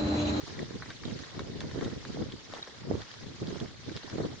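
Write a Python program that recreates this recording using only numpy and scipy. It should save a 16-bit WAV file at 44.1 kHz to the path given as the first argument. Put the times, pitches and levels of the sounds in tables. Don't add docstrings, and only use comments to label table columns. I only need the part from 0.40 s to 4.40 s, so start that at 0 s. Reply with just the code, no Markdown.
import sys
import numpy as np
from scipy import signal
from scipy.fft import rfft, irfft
from scipy.io import wavfile
from scipy.ndimage import uniform_filter1d

SR = 44100
rng = np.random.default_rng(int(sys.argv[2]) if len(sys.argv) > 2 else 0)


def transcribe(signal):
    frames = np.atleast_2d(signal).T
    limited = np.clip(frames, -1, 1)
    pcm = np.round(limited * 32767).astype(np.int16)
    wavfile.write(sys.argv[1], SR, pcm)


N = 176400

# time_s, body_db, hiss_db
SLIDE_LEVELS = [(0, -54, -51.5), (0.07, -53.5, -49), (0.19, -51, -51), (0.3, -54, -53), (0.52, -54, -51.5),
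                (0.58, -60, -53.5), (0.72, -56, -50), (0.95, -52, -52.5), (1.13, -57.5, -53.5),
                (1.3, -53.5, -52.0), (1.44, -47.5, -50), (1.58, -56, -52.5), (1.72, -54, -50.5),
                (1.9, -55, -54), (2.05, -60, -53), (2.1, -53.5, -54), (2.16, -47, -49.5), (2.24, -54, -53),
                (2.45, -54.5, -55), (2.55, -53, -51.5), (2.9, -55.5, -53), (3.2, -52, -51.0),
                (3.36, -59, -56), (3.46, -58.5, -52.5), (3.58, -52, -51.5), (3.82, -49.5, -51),
                (4, -57, -53)]
# freq_hz, gain_db
BODY_COLOUR = [(40, -5.5), (120, -2.5), (400, 2), (800, -1), (1400, -1), (1900, -1.5), (2300, -13),
               (2650, -27.5), (3500, -50), (6000, -34.5)]
# freq_hz, gain_db
HISS_COLOUR = [(1200, -11.5), (2200, -3.5), (2650, -5), (3050, -3), (3800, 0), (4800, -1.5), (6300, -6),
               (7100, -11), (7900, -22.5), (9500, -28.5)]
# freq_hz, correlation
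RUSH_CORRELATION = [(100, 0.34), (1100, 0.41), (1550, -0.0026), (1900, 0.21), (2600, -0.13), (3100, 0.38),
                    (3900, -0.15), (4600, -0.024), (6500, -0.16), (8400, 0.35)]
# freq_hz, gain_db
CRACKLE_EQ = [(300, 6.5), (900, -4.5), (2000, 8), (2650, -2.5), (3500, -6.5), (5500, -9), (7000, -7),
              (8500, -18)]
# start_s, knock_db, crack_db, snap_db, crack_hz, snap_hz, ring_s
TUMBLES = [(0.1911, -64, -40.5, -46, 1900, 4360, 0.0024), (0.4224, -59, -39, -71, 1510, 4370, 0.0029),
           (.431, -47, -49.5, -70, 1730, 4370, 0.0039), (0.4587, -68, -41.5, -68, 1810, 3850, .0022),
           (.502, -46.5, -45.5, -48.5, 1570, 3790, 0.012), (0.6348, -63, -45, -56, 1200, 4360, 0.0032),
           (0.6522, -62, -54, -44.5, 2000, 3850, .003), (.683, -66, -57, -48, 2280, 3200, 0.0026),
           (.711, -61, -50, -51, 1770, 3830, .003), (0.7899, -66, -44, -41.5, 2100, 4220, 0.0016),
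           (0.9926, -37.5, -41.5, -43, 1270, 3860, 0.0032), (1.006, -50, -47, -49, 1300, 3450, 0.0023),
           (1.2047, -64, -44.5, -37.5, 1710, 3400, 0.0033), (1.216, -43, -47, -53, 1620, 3920, 0.0023),
           (1.312, -60, -46.5, -50, 1450, 3700, .003), (1.4096, -36.5, -44.5, -48, 1790, 3600, 0.0034),
           (1.4458, -65, -55, -45.5, 1290, 3690, 0.0076), (1.6508, -41, -46.5, -46, 1650, 4050, 0.0015),
           (1.8214, -53, -49, -79, 1360, 3640, 0.0039), (1.921, -55, -52, -43.5, 2200, 3250, 0.0039),
           (2.1366, -34.5, -52, -45.5, 1140, 3800, 0.0024), (2.273, -44, -51.5, -52, 1660, 5600, 0.0085),
           (2.6183, -58, -45, -43, 1870, 3220, 0.0023), (2.7149, -75, -69, -43, 1250, 4800, 0.0012),
           (2.7395, -44.5, -49.5, -50, 1600, 4300, 0.0026), (3.071, -60, -56, -46, 1590, 3500, 0.0015),
           (3.1042, -38.5, -50, -56, 1000, 3570, 0.0023), (3.158, -45, -59, -60, 1400, 3630, .003),
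           (3.2011, -50, -52, -42, 1280, 3300, 0.0012), (3.258, -44, -50, -72, 1480, 5000, 0.0024),
           (3.493, -60, -48, -53, 1600, 3880, 0.0057), (3.5641, -64, -50, -40.5, 1170, 4900, .0032),
           (3.5726, -66, -46, -43.5, 1600, 3970, 0.0024), (3.6332, -42.5, -48.5, -67, 1680, 3940, 0.0017),
           (3.698, -55, -47.5, -46.5, 1350, 5660, 0.0026)]
# freq_hz, gain_db
STONE_COLOURS = [
    [(150, -24), (450, 2), (800, -2.5), (1100, 0), (1600, -16), (4000, -71)],
    [(400, -42), (900, -1.5), (1250, -2), (1850, 5), (2300, 1.5), (2700, -18), (5000, -44)],
    [(1500, -39), (2600, -2.5), (3200, 7), (3900, 4), (5000, -2.5), (6800, -7.5), (8000, -22.5),
     (9500, -24)],
]
# time_s, level_db
GUST_LEVELS = [(0, -51.5), (.08, -45.5), (.2, -42), (.29, -43.5), (.46, -49.5), (.6, -51), (.68, -36),
               (.8, -48), (.91, -51.5), (.98, -41.5), (1.09, -40.5), (1.16, -39), (1.33, -40.5),
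               (1.43, -30), (1.55, -46.5), (1.62, -46.5), (1.7, -39.5), (1.8, -37), (1.93, -42),
               (2.03, -57.5), (2.11, -47.5), (2.25, -65), (2.38, -51), (2.48, -37.5), (2.51, -32.5),
               (2.545, -34.5), (2.6, -37.5), (2.68, -60.5), (2.8, -47.5), (2.87, -40), (2.97, -48.5),
               (3.05, -38.5), (3.24, -46.5), (3.38, -50), (3.5, -42), (3.62, -55.5), (3.7, -58),
               (3.73, -33.5), (3.8, -38.5), (3.9, -39.5), (4, -50.5)]
# centre_s, level_db, left_over_right_db
WIND_BUFFETS = [(0.041, -49.5, -21.5), (0.195, -31.5, -1), (0.226, -36, 2), (0.302, -45.5, -15),
                (0.357, -36.5, -2), (0.413, -42.5, -5), (0.493, -42.5, 1.5), (0.661, -43.5, -21),
                (0.725, -43.5, -21.5), (0.753, -37, -3), (0.811, -44, -17.5), (0.974, -39, 1),
                (1.015, -36, -2), (1.223, -37.5, -5), (1.249, -35, -1.5), (1.374, -47, 2), (1.528, -37, -8),
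                (1.574, -36.5, -0.5), (1.69, -39, -7), (1.817, -30, 3.5), (1.944, -40.5, -2),
                (2.512, -40.5, -17), (2.554, -37, -11), (3.029, -33, -6), (3.079, -37, -8),
                (3.12, -36, -9.5), (3.161, -43, -25), (3.226, -32, -3), (3.25, -36.5, -10.5),
                (3.486, -37.5, -4), (3.518, -38.5, -3.5), (3.562, -38.5, -5), (3.66, -46.5, -21),
                (3.809, -29.5, -6), (3.852, -31, 5.5)]
# freq_hz, gain_db
LULL_COLOUR = [(15, -12), (35, -24.5), (62, -3.5), (115, 2.5), (200, -4), (350, -6.5), (500, -12.5),
               (800, -37), (1500, -36), (4000, -71)]
# freq_hz, gain_db
BLAST_COLOUR = [(15, -24), (35, -15.5), (62, -12.5), (120, -0.5), (200, -1), (380, -2.5), (520, -10),
                (800, -20.5), (1500, -29.5), (4000, -85)]
# centre_s, peak_db, pitch_hz, left_over_right_db
EDDY_POPS = [(.2303, -25, 410, 11), (.3595, -26, 290, -11), (.7275, -28, 190, -3), (.9809, -29, 250, 11),
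             (1.0194, -27, 350, 13), (1.379, -24, 320, 5), (1.4219, -25, 370, 10), (1.4619, -25, 330, 5),
             (1.4802, -23, 380, -13), (1.5305, -26, 320, -20), (1.7729, -24.5, 500, -13),
             (1.7925, -25, 310, 5), (1.819, -24, 400, 8), (1.8252, -24, 410, 20), (2.5127, -11.5, 410, -17),
             (2.5237, -20, 350, 20), (2.5432, -24, 130, -2), (2.5535, -26, 320, -6), (3.0212, -24, 290, 5),
             (3.2139, -25, 380, -20), (3.7833, -21, 370, -20), (3.7897, -25, 560, -20),
             (3.8032, -18, 400, -20), (3.808, -19, 330, 20), (3.8514, -21.5, 350, -16)]
# centre_s, level_db, pitch_hz
CLOSE_TICKS = [(.654, -32, 3750), (2.229, -27, 3880)]


def amp(db):
    return 10 ** (np.asarray(db) / 20)


def unit(x):
    return x / np.sqrt(np.mean(x ** 2) + 1e-20)


def at_hz(points, hz):
    freq_hz, value = np.transpose(points)
    return np.interp(np.log(hz + 1), np.log(freq_hz + 1), value)


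def curve(table, column=1):
    rows = np.array(table)
    return np.interp(np.arange(N) / SR, rows[:, 0], rows[:, column])


def add(mix, start_s, sound):
    part = mix[:, max(round(start_s * SR), 0):][:, :sound.shape[1]]
    part += sound[:, :part.shape[1]]


def coloured(x, colour):
    size = x.shape[-1]
    gain = amp(at_hz(colour, np.fft.rfftfreq(size, 1 / SR)))
    return unit(irfft(rfft(x) * gain, size))


def wander(corner_hz):
    hz = np.fft.rfftfreq(N, 1 / SR)
    return unit(irfft(rfft(rng.standard_normal((2, N))) / (1 + (hz / corner_hz) ** 2) * (hz > 2), N))


def steadied(x, size):
    power = uniform_filter1d(uniform_filter1d((x ** 2).mean(0), size), size)
    return x / np.sqrt(abs(power) + 1e-12)


def patchy_noise(colour, patch_db, size=256):
    hz = np.fft.rfftfreq(size, 1 / SR)
    draws = rng.standard_normal((N * 4 // size + 8, len(hz), 5)).T
    left, unrelated = draws[0] + 1j * draws[1], draws[2] + 1j * draws[3]
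    patches = unit(uniform_filter1d(uniform_filter1d(draws[4], size=6, axis=0), size=9, axis=1))
    correlation = at_hz(RUSH_CORRELATION, hz)[:, None]
    right = correlation * left + np.sqrt(1 - correlation ** 2) * unrelated
    spectra = np.array([left, right]) * amp(patch_db * patches)
    _, noise = signal.istft(spectra, nperseg=size, noverlap=size * 3 // 4)
    return coloured(noise[:, :N], colour)


def clinker_rush(body_trim_db=0.5, hiss_trim_db=1):
    body = patchy_noise(BODY_COLOUR, patch_db=4) * amp(curve(SLIDE_LEVELS, column=1) + body_trim_db)
    hiss = patchy_noise(HISS_COLOUR, patch_db=2.5) * amp(curve(SLIDE_LEVELS, column=2) + hiss_trim_db)
    return body + hiss


def clinker_crackles(per_s=340, pitches=32, spread_db=3.5, ring_cycles=2.6, trim_db=-9):
    out, t = np.zeros((2, N)), np.arange(1024) / SR
    for hz in np.geomspace(733, 6100, pitches):
        strengths = amp(spread_db * np.minimum(rng.exponential(1, N), 3.5))
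        hits = strengths * (rng.random(N) < per_s / pitches / SR)
        age = hz * t / ring_cycles
        phase = rng.normal(0, 1.0, (2, 1))
        ring = unit((1 - np.exp(-4 * age)) * np.exp(-age) * np.sin(2 * np.pi * hz * t + phase))
        out += signal.oaconvolve(hits[None], ring, axes=1)[:, :N]
    return coloured(out, CRACKLE_EQ) * amp(curve(SLIDE_LEVELS, column=1) + trim_db)


def tumbling_fragments(attack_s=.0009, scatter_db=-12, scatter_s=.013, centre_share=.8, tone_share=.35):
    size = 4096
    trims_db, ring_scales = (2.5, 4, 4), (.7, 1, .75)
    out, t = np.zeros((2, N)), np.arange(size) / SR
    attack, tail_s = np.minimum(t / attack_s, 1), np.maximum(t - attack_s, 0)
    scatter_envelope = attack * amp(scatter_db) * np.exp(-tail_s / scatter_s)
    for start_s, knock_db, crack_db, snap_db, crack_hz, snap_hz, ring_s in TUMBLES:
        layers = (knock_db, None), (crack_db, crack_hz), (snap_db, snap_hz)
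        for (db, hz), colour, trim_db, ring_scale in zip(layers, STONE_COLOURS, trims_db, ring_scales):
            centre = np.sqrt(centre_share) * rng.standard_normal(size)
            sides = np.sqrt(1 - centre_share) * rng.standard_normal((2, size))
            blow = steadied(coloured(centre + sides, colour), size=160)
            if hz:
                tone = np.sin(2 * np.pi * (hz * t + rng.random()))
                blow = np.sqrt(1 - tone_share) * blow + np.sqrt(2 * tone_share) * tone
            envelope = attack * np.exp(-tail_s / (ring_s * ring_scale))
            scatter = scatter_envelope * coloured(rng.standard_normal((2, size)), colour)
            add(out, start_s, amp(db + trim_db) * (envelope * blow + scatter))
    return out


def wind(sway_db=2, flutter_db=4.5, buffet_s=0.012, lull_db=-45.5, blast_db=-27.5, trim_db=-1):
    t = np.arange(N) / SR
    power = amp(curve(GUST_LEVELS) + sway_db * wander(corner_hz=24.8)) ** 2
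    for centre_s, db, pan_db in WIND_BUFFETS:
        heave = np.exp(-np.minimum(((t - centre_s) / buffet_s) ** 2, 20))
        power += amp([[db + pan_db / 2], [db - pan_db / 2]]) ** 2 * heave
    level_db = 10 * np.log10(power)
    force = np.clip((level_db - lull_db) / (blast_db - lull_db), 0, 1)
    air = rng.standard_normal((2, N)) * amp(flutter_db * wander(corner_hz=79.5))
    rumble = (1 - force) * coloured(air, LULL_COLOUR) + force * coloured(air, BLAST_COLOUR)
    rumble = np.vstack([steadied(port[None], size=1200) for port in rumble])
    return rumble * amp(level_db + trim_db)


def eddies():
    out, t = np.zeros((2, N)), np.arange(-400, 400) / SR
    for centre_s, db, hz, pan_db in EDDY_POPS:
        spread = (np.pi * hz * t) ** 2
        pop = (1 - 2 * spread) * np.exp(-spread)
        port_gains = amp(np.minimum([pan_db, -pan_db], 0))
        add(out, centre_s + t[0], amp(db) * np.outer(port_gains, pop))
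    return out


def close_ticks(fade_s=.0016):
    out, t = np.zeros((2, N)), np.arange(-500, 500) / SR
    for centre_s, db, hz in CLOSE_TICKS:
        tick = amp(db) * np.exp(-abs(t) / fade_s) * np.sin(2 * np.pi * hz * t)
        add(out, centre_s + t[0], np.outer([1, -1], tick))
    return out


def whine(pitch_hz=8785, level_db=-85):
    return np.outer([0, 1], amp(level_db) * np.sin(2 * np.pi * pitch_hz * np.arange(N) / SR))


def scene():
    return clinker_rush() + clinker_crackles() + tumbling_fragments() + wind() + eddies() + close_ticks()


def record(dry):
    cutoff_hz = 9680
    lowpass = signal.firwin(511, cutoff_hz, window=("kaiser", 8), fs=SR)
    return signal.oaconvolve(dry + whine(), lowpass[None], "same")


dry = scene()
out = record(dry)
transcribe(out)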